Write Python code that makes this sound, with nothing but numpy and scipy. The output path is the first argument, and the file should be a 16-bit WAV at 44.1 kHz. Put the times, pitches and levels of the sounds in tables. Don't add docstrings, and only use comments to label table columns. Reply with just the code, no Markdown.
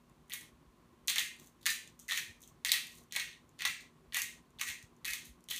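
import sys
import numpy as np
from scipy import signal
from scipy.fft import rfft, irfft
from scipy.io import wavfile
from scipy.ndimage import uniform_filter1d

SR = 44100
rng = np.random.default_rng(int(sys.argv[2]) if len(sys.argv) > 2 else 0)


def to_wav(sig):
    pcm = np.clip(np.atleast_2d(sig), -1, 1) * 32767
    pcm = np.round(pcm).astype(np.int16)
    wavfile.write(sys.argv[1], SR, pcm.T)


def volts_from_decibels(level):
    exponent = np.asarray(level, float) / 20
    return 10 ** exponent


N = 246911
TIME = np.arange(N) / SR


def set_rms(x, db):
    return x * volts_from_decibels(db) / np.sqrt(np.mean(x ** 2))


def unit_energy(x):
    return x / np.sqrt(np.sum(x ** 2, axis=-1, keepdims=True))


def on_log_axis(table, hz):
    table_hz, value = np.transpose(table)
    return np.interp(np.log(np.maximum(hz, 1)), np.log(table_hz), value)


def resonance(x, hz, width_hz):
    return signal.lfilter(*signal.iirpeak(hz, hz / width_hz, fs=SR), x)


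def low_cut(x, hz, order):
    return signal.sosfilt(signal.butter(order, hz, "high", fs=SR, output="sos"), x)


# frequency in Hz, level in dB per Hz before scaling.
AIR_COLOUR = [(30, -12.5), (55, -4), (100, -13.5), (250, -10), (600, -20), (1080, -24), (1900, -27),
              (15000, -40.5)]
# frequency in Hz, width in Hz, level in dB.
FRIDGE_LINES = [(112, 4, -78.5), (157.5, 18, -72), (237.6, 9.6, -81), (361.6, 32, -76), (1052, 120, -75.5)]


def air():
    hz = np.arange(N // 2 + 1) * SR / N
    colour = volts_from_decibels(on_log_axis(AIR_COLOUR, hz))
    hiss = set_rms(irfft(rfft(rng.standard_normal(N)) * colour, N), -67.5)
    treble = low_cut(hiss, 450, order=2)
    rumble = hiss - treble
    for line_hz, width_hz, db in FRIDGE_LINES:
        rumble = rumble + set_rms(resonance(rng.standard_normal(N), line_hz, width_hz), db)
    swell = set_rms(resonance(rng.standard_normal(N), 4, 6), 0)
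    draught_db = 1.8
    motor = set_rms(np.sin(2 * np.pi * 238.7 * TIME), -73)
    return treble + rumble * volts_from_decibels(draught_db * swell) + motor


# start in seconds, pitch factor of the hollow,
# pitch factor of the shell, level of the tooth tips in dB as the mouth points to or from the microphone.
GRIPS = [(0, 1.046, 0.92, 1.7), (.8, 1.01, 0.99, 0), (1.55, 0.95, 1.065, -0.5), (1.95, 1.003, 0.96, -0.8),
         (2.55, 1.027, 1.064, .1), (3.08, 1.035, .98, -3), (3.5, 1.037, 1, -3.5), (4.05, 1.022, 1.006, 1),
         (4.55, 1.025, 1, -1.5), (5.0, 1.02, 1.01, 0.7), (5.46, 1.04, 0.95, -0.9)]


def grip_at(s):
    return max(np.searchsorted(np.transpose(GRIPS)[0], s) - 1, 0)


# frequency in Hz, width in Hz, level in dB.
WALL_MODES = [(947, 790, -2), (1200, 240, 0)]
HOLLOW_MODES = [(1880, 61, 0.5), (2056, 84, -2.5), (2244, 450, 1), (2504, 600, -3)]
SHELL_MODES = [(3380, 280, -11), (3674, 490, -0.5), (4020, 420, -6), (4310, 380, -8.5)]
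BURR_MODES = [(6450, 540, -2.5), (6940, 900, -3.5), (8070, 1400, -5.5)]
TEETH_MODES = [(9830, 1200, 0), (11180, 1600, 0.0019), (13400, 2500, 0.015)]
CORNERS = [760, 1640, 2600, 5300, 8600]
WALL, HOLLOW, SHELL, BURR, TEETH = range(5)
STILL = np.zeros(8)


def ring(part, chance, tune=(1, 1)):
    detune, balance_db = 0.03, 2.0
    t = np.arange(512) / SR
    modes = (WALL_MODES, HOLLOW_MODES, SHELL_MODES, BURR_MODES, TEETH_MODES)[part]
    hz, width, db = np.transpose(modes)[:, :, None]
    count = len(hz)
    pitch = (1, *tune, 1, 1)[part]
    hz = hz * pitch * (1 + detune * chance[:count, None])
    size = volts_from_decibels(db + balance_db * chance[count:2 * count, None]) * np.sqrt(width)
    sound = np.sum(size * np.exp(-np.pi * width * t) * np.sin(2 * np.pi * hz * t), axis=0)
    return unit_energy(low_cut(sound, CORNERS[part] * pitch, order=3 if part == WALL else 6))


# start in seconds, level at the burr in dB, shell over burr in dB.
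CRUMB_TICKS = [(0.0964, -67.5, -1), (.2813, -69, -14), (1.3657, -62, -10), (1.398, -51.5, -9),
               (1.472, -56.5, -11.5), (1.63, -62, 6.5), (1.8753, -52.5, -4), (1.9923, -51, -15),
               (1.9973, -46.5, -21), (2.4179, -52, -23.5), (2.4283, -53.5, -12), (2.4363, -56.5, -1.5),
               (2.4757, -52, -18), (2.8693, -49.5, -16), (2.975, -63, -14), (2.9792, -64.5, -13),
               (3.037, -63, -16), (3.1103, -63, 11), (3.3293, -64, 13), (3.4922, -63.5, -12),
               (3.585, -71, 10), (3.808, -54, 0), (4.5052, -66.5, -9), (4.587, -61, 9.5),
               (4.8265, -54, -11.5), (4.9651, -68, -20.5), (5.2554, -57, -5.5), (5.275, -69, -11.5),
               (5.4068, -66, -14.5), (5.44, -56.5, -23.5)]
# start in seconds, level in dB, # depth in dB (deep in the
MORE_BREAKS = [(0.2975, -51.5, -1), (0.328, -56.5, -15), (.4102, -48, -2), (1.0748, -50, -17),
               (1.0951, -32, -1.5), (1.1619, -41, 11), (1.186, -35.5, 4), (1.1934, -40, -12),
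               (1.6681, -29, -0.5), (1.6917, -56, -4), (2.0816, -46, -4), (2.0956, -40.5, -2),
               (2.1598, -41, -1), (2.1855, -38, 1.5), (2.6614, -40, -6.5), (2.7397, -41.5, 5.5),
               (3.1519, -40, 2.5), (3.1652, -35.5, 7), (3.6069, -40.5, 7.5), (3.6763, -37.5, -1.5),
               (4.1233, -48, 6), (4.1648, -35, -0.5), (4.187, -37, -4), (4.5966, -44, 4.5),
               (4.7002, -38, -0.5), (5.0467, -39, 4), (5.1071, -40, -2.5), (5.4869, -45.5, -5),
               (5.5421, -47, 7), (5.5787, -43.5, -1)]
# start in seconds, level at the shell in dB, # hollow over
# shell in dB, burr over shell in dB.
CORN_BREAKS = [(0.3201, -36.5, -7, -20), (.3354, -39.5, 2, 1.5), (1.0816, -23.5, -9.5, -5),
               (1.0993, -26.5, -3, -3.5), (1.1586, -30.5, 0.5, -1.5), (1.1825, -26, -14, -6.5),
               (1.6567, -30, -7, -6), (1.6631, -29.5, 1, 2.5), (2.11, -32, -2, -9.5),
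               (2.1207, -30.5, -8, -3.5), (2.1752, -33.5, -4, -0.5), (2.6484, -26.5, -2, -6),
               (2.693, -29, -11, -11.5), (2.718, -17.5, -12, -6), (3.1233, -40, -3.5, 0),
               (3.162, -30.5, -3.5, -0.5), (3.198, -31, -3, -4.5), (3.5904, -41.5, -11, -9),
               (3.6203, -33, 0.5, -8), (3.6515, -25.5, -1.5, -3), (3.6545, -38, 12, 5),
               (4.145, -31.5, -4, -1.5), (4.1691, -34.5, -16, 0.5), (4.2184, -37.5, -6, 7),
               (4.6129, -35.5, 3.5, 5), (4.687, -46.5, 8.5, 10.5), (5.0525, -36.5, -1, 0.5),
               (5.134, -33, -2.5, 0.5), (5.5091, -48, 11.5, 11.5), (5.5123, -32.5, -21, -17)]
# start in seconds, level at the wall in dB.
WALL_JOLTS = [
    (1.1827, -55),
    (1.6622, -43),
    (2.1191, -44.5),
    (2.718, -40.5),
    (3.6508, -38),
    (4.1693, -42),
    (4.6137, -45),
    (5.1347, -54),
]


def strikes():
    wall_db, teeth_db = -17, -6
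    silent = -np.inf
    rows = []
    for s, shell, hollow_over, burr_over in CORN_BREAKS:
        hollow, burr = shell + hollow_over, shell + burr_over
        rows.append((s, hollow + wall_db, hollow, shell, burr, burr + teeth_db))
    for s, shell, depth in MORE_BREAKS:
        hollow, burr = shell - 1.5 + depth, shell - 3.5 - depth
        rows.append((s, hollow + wall_db, hollow, shell, burr, burr + teeth_db))
    for s, wall in WALL_JOLTS:
        rows.append((s, wall, silent, silent, silent, silent))
    for s, burr, shell_over in CRUMB_TICKS:
        rows.append((s, silent, silent, burr + shell_over, burr, burr - 7))
    return rows


SPLINTER_DECAY = [.0008, .0012, .0005, .0011, .0013]


def cracks():
    spot_db = 2.5 * np.array([1, 0, 0, 0, 1])
    ring_db = np.array([16.35, 17.17, 17.1, 17.5, 22.05])
    fade = np.exp(-np.arange(256) / SR / np.array(SPLINTER_DECAY)[:, None])
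    even = [np.array([ring(part, STILL, tune) for part in range(5)]) for _, *tune, _ in GRIPS]
    direct, spread = np.zeros((2, N + 1024))
    for s, *part_db in strikes():
        luck = rng.standard_normal((5, 9))
        splinters = unit_energy(rng.standard_normal((5, 256)) ** 3 * fade)
        grip = grip_at(s)
        _, *tune, teeth_db = GRIPS[grip]
        gains = volts_from_decibels(np.array(part_db) + spot_db * luck[:, -1] + ring_db)
        gains[TEETH] *= volts_from_decibels(teeth_db)
        i = int(s * SR)
        for part in range(5):
            direct[i:i + 767] += gains[part] * np.convolve(splinters[part], ring(part, luck[part], tune))
        spread[i:i + 512] += gains @ even[grip]
    return direct[:N], spread[:N]


# start in seconds, end in seconds,
# load at the hollow in dB, shell and burr over hollow in dB.
WRIST_PUSHES = [(.3, 0.366, -54, -14), (1.073, 1.136, -54, 3.5), (1.15, 1.261, -46, -6.5),
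                (1.652, 1.73, -44, -1), (2.079, 2.223, -46.5, -6), (2.647, 2.696, -44.5, -2.5),
                (2.714, 2.787, -46, -7), (3.123, 3.18, -53, -1), (3.17, 3.244, -49, -7),
                (3.58, 3.63, -53.5, -1.5), (3.67, 3.724, -48.5, -5.5), (4.12, 4.156, -59.5, 4),
                (4.145, 4.218, -41.5, -10.5), (4.585, 4.638, -54, 1), (4.661, 4.715, -48.5, -4),
                (5.045, 5.15, -49, -4.5), (5.481, 5.66, -58, 2.5)]
# start in seconds, end in seconds, level at the burr in dB.
BACK_SLIPS = [
    (.36, 0.426, -78),
    (1.379, 1.52, -73),
    (1.607, 1.653, -68.5),
    (1.986, 2.08, -74),
    (2.396, 2.52, -74.5),
    (2.895, 3.045, -69),
    (3.8, 3.827, -68),
    (4.8, 4.837, -91),
    (5.238, 5.3, -66.5),
]


def strokes():
    pushes = [(a, b, db, db + top_db + 1.5, db + top_db) for a, b, db, top_db in WRIST_PUSHES]
    slips = [(a, b, db - 13, db - 4.5, db) for a, b, db in BACK_SLIPS]
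    return pushes + slips


def grit():
    clicks_per_s, patchy_db, patch = 1000, 3.0, int(0.006 * SR)
    size_db = np.minimum(4.5 * rng.exponential(size=N), 15)
    happens = rng.random(N) < clicks_per_s / SR
    clicks = set_rms(happens * volts_from_decibels(size_db) * rng.choice([-1, 1], N), 0)
    wander = np.repeat(rng.standard_normal((3, N // patch + 1)), patch, axis=1)[:, :N]
    clicks = clicks * volts_from_decibels(patchy_db * wander)
    breaks = np.transpose(strikes())[0]
    out = np.zeros(N + 512)
    for start, end, *part_db in strokes():
        nearest = breaks[np.argmin(abs(breaks - start))]
        if abs(nearest - start) < 0.012:
            start = nearest
        span = slice(int(start * SR), int(end * SR))
        rise = (TIME[span] - start) / 0.009
        fall = (end - TIME[span]) / (0.38 * (end - start))
        push = np.clip(np.minimum(rise, fall), 0, 1)
        _, *tune, teeth_db = GRIPS[grip_at(start)]
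        mouth = ring(BURR, STILL) + volts_from_decibels(1.5 + teeth_db) * ring(TEETH, STILL)
        bodies = np.array([ring(HOLLOW, STILL, tune), ring(SHELL, STILL, tune), mouth])
        sound = volts_from_decibels(part_db) @ signal.fftconvolve(push * clicks[:, span], bodies, axes=1)
        out[span.start:span.start + len(sound)] += sound
    return out[:N]


# delay in seconds, level in dB.
FIRST_ECHOES = [(.0035, -6.5), (.0072, -11), (0.0109, -10.5), (0.0138, -19.5), (.0215, -8.5)]


def echoes(x):
    dull = signal.lfilter(*signal.butter(2, 5500, fs=SR), x)
    out = x
    for delay, db in FIRST_ECHOES:
        out = out + volts_from_decibels(db) * np.r_[np.zeros(int(delay * SR)), dull][:N]
    return out


# frequency in Hz, time to fall 60 dB in seconds.
TAIL_TIMES = [(1000, 0.2), (2100, 0.45), (4000, 0.4), (7000, 0.45), (14000, 0.24)]
# frequency in Hz, tail energy over direct in dB.
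TAIL_LEVELS = [(1000, 0.5), (1900, 0), (3300, 6.5), (4300, -10.5), (7000, -0.5), (14000, -1.5)]


def tail_response():
    t = np.arange(SR // 2) / SR
    onset = 1 - np.exp(-(t / 0.0013) ** 2)
    response = 0
    for hz in 700 * 2 ** np.arange(0, 4.6, 0.5):
        noise = resonance(rng.standard_normal(len(t)), hz, hz / 3)
        fall_db = 60 * t / on_log_axis(TAIL_TIMES, hz) + 12 * (t / 0.41) ** 4
        tail = unit_energy(noise * volts_from_decibels(-fall_db) * onset)
        response = response + tail * np.sqrt(hz / SR) * volts_from_decibels(on_log_axis(TAIL_LEVELS, hz))
    return response


def kitchen(x):
    out = np.zeros(N + SR)
    stay = int(0.56 * SR)
    for i in range(0, N, stay):
        piece = signal.fftconvolve(x[i:i + stay], tail_response())
        out[i:i + len(piece)] += piece
    return out[:N]


def hush(tail):
    floor_db = -68.5
    power = np.maximum(uniform_filter1d(tail ** 2, size=900), 0)
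    return tail * power / (power + volts_from_decibels(floor_db) ** 2)


# centre in seconds, frequency in Hz, level in dB, half length in seconds.
LOW_PUFFS = [
    (.682, 55, -58, 0.012),
    (2.302, 86, -53.5, 0.013),
    (2.666, 60, -61, 0.021),
    (3.692, 55, -58.5, 0.011),
    (4.082, 55.8, -60, 0.017),
    (4.698, 80, -54.5, 0.01),
    (4.842, 98, -48, 0.0047),
    (5.116, 54.6, -58.5, 0.019),
    (5.306, 56.6, -51, 0.019),
]


def puffs():
    out = np.zeros(N)
    for s, hz, db, half in LOW_PUFFS:
        t = np.clip(TIME - s, -4 * half, 4 * half)
        puff = np.exp(-(t / half) ** 2)
        out += volts_from_decibels(db) * puff * np.sin(2 * np.pi * hz * t * (1 - 0.12 * t / half))
    return out


def scene():
    direct, spread = cracks()
    grating = grit()
    mill = echoes(direct + grating)
    room = hush(kitchen(spread + grating))
    return (air() + mill + room + puffs())[None]


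def band_limit(x):
    return signal.sosfilt(signal.butter(12, 16500, fs=SR, output="sos"), x)


def record(dry):
    top_cut = signal.ellip(8, 0.3, 39, 15300, fs=SR, output="sos")
    heard = signal.sosfilt(top_cut, dry)
    heard = heard - 0.32 * resonance(heard, 5025, 620)
    return band_limit(low_cut(heard, 40, order=3))


dry = scene()
out = record(dry)
to_wav(out)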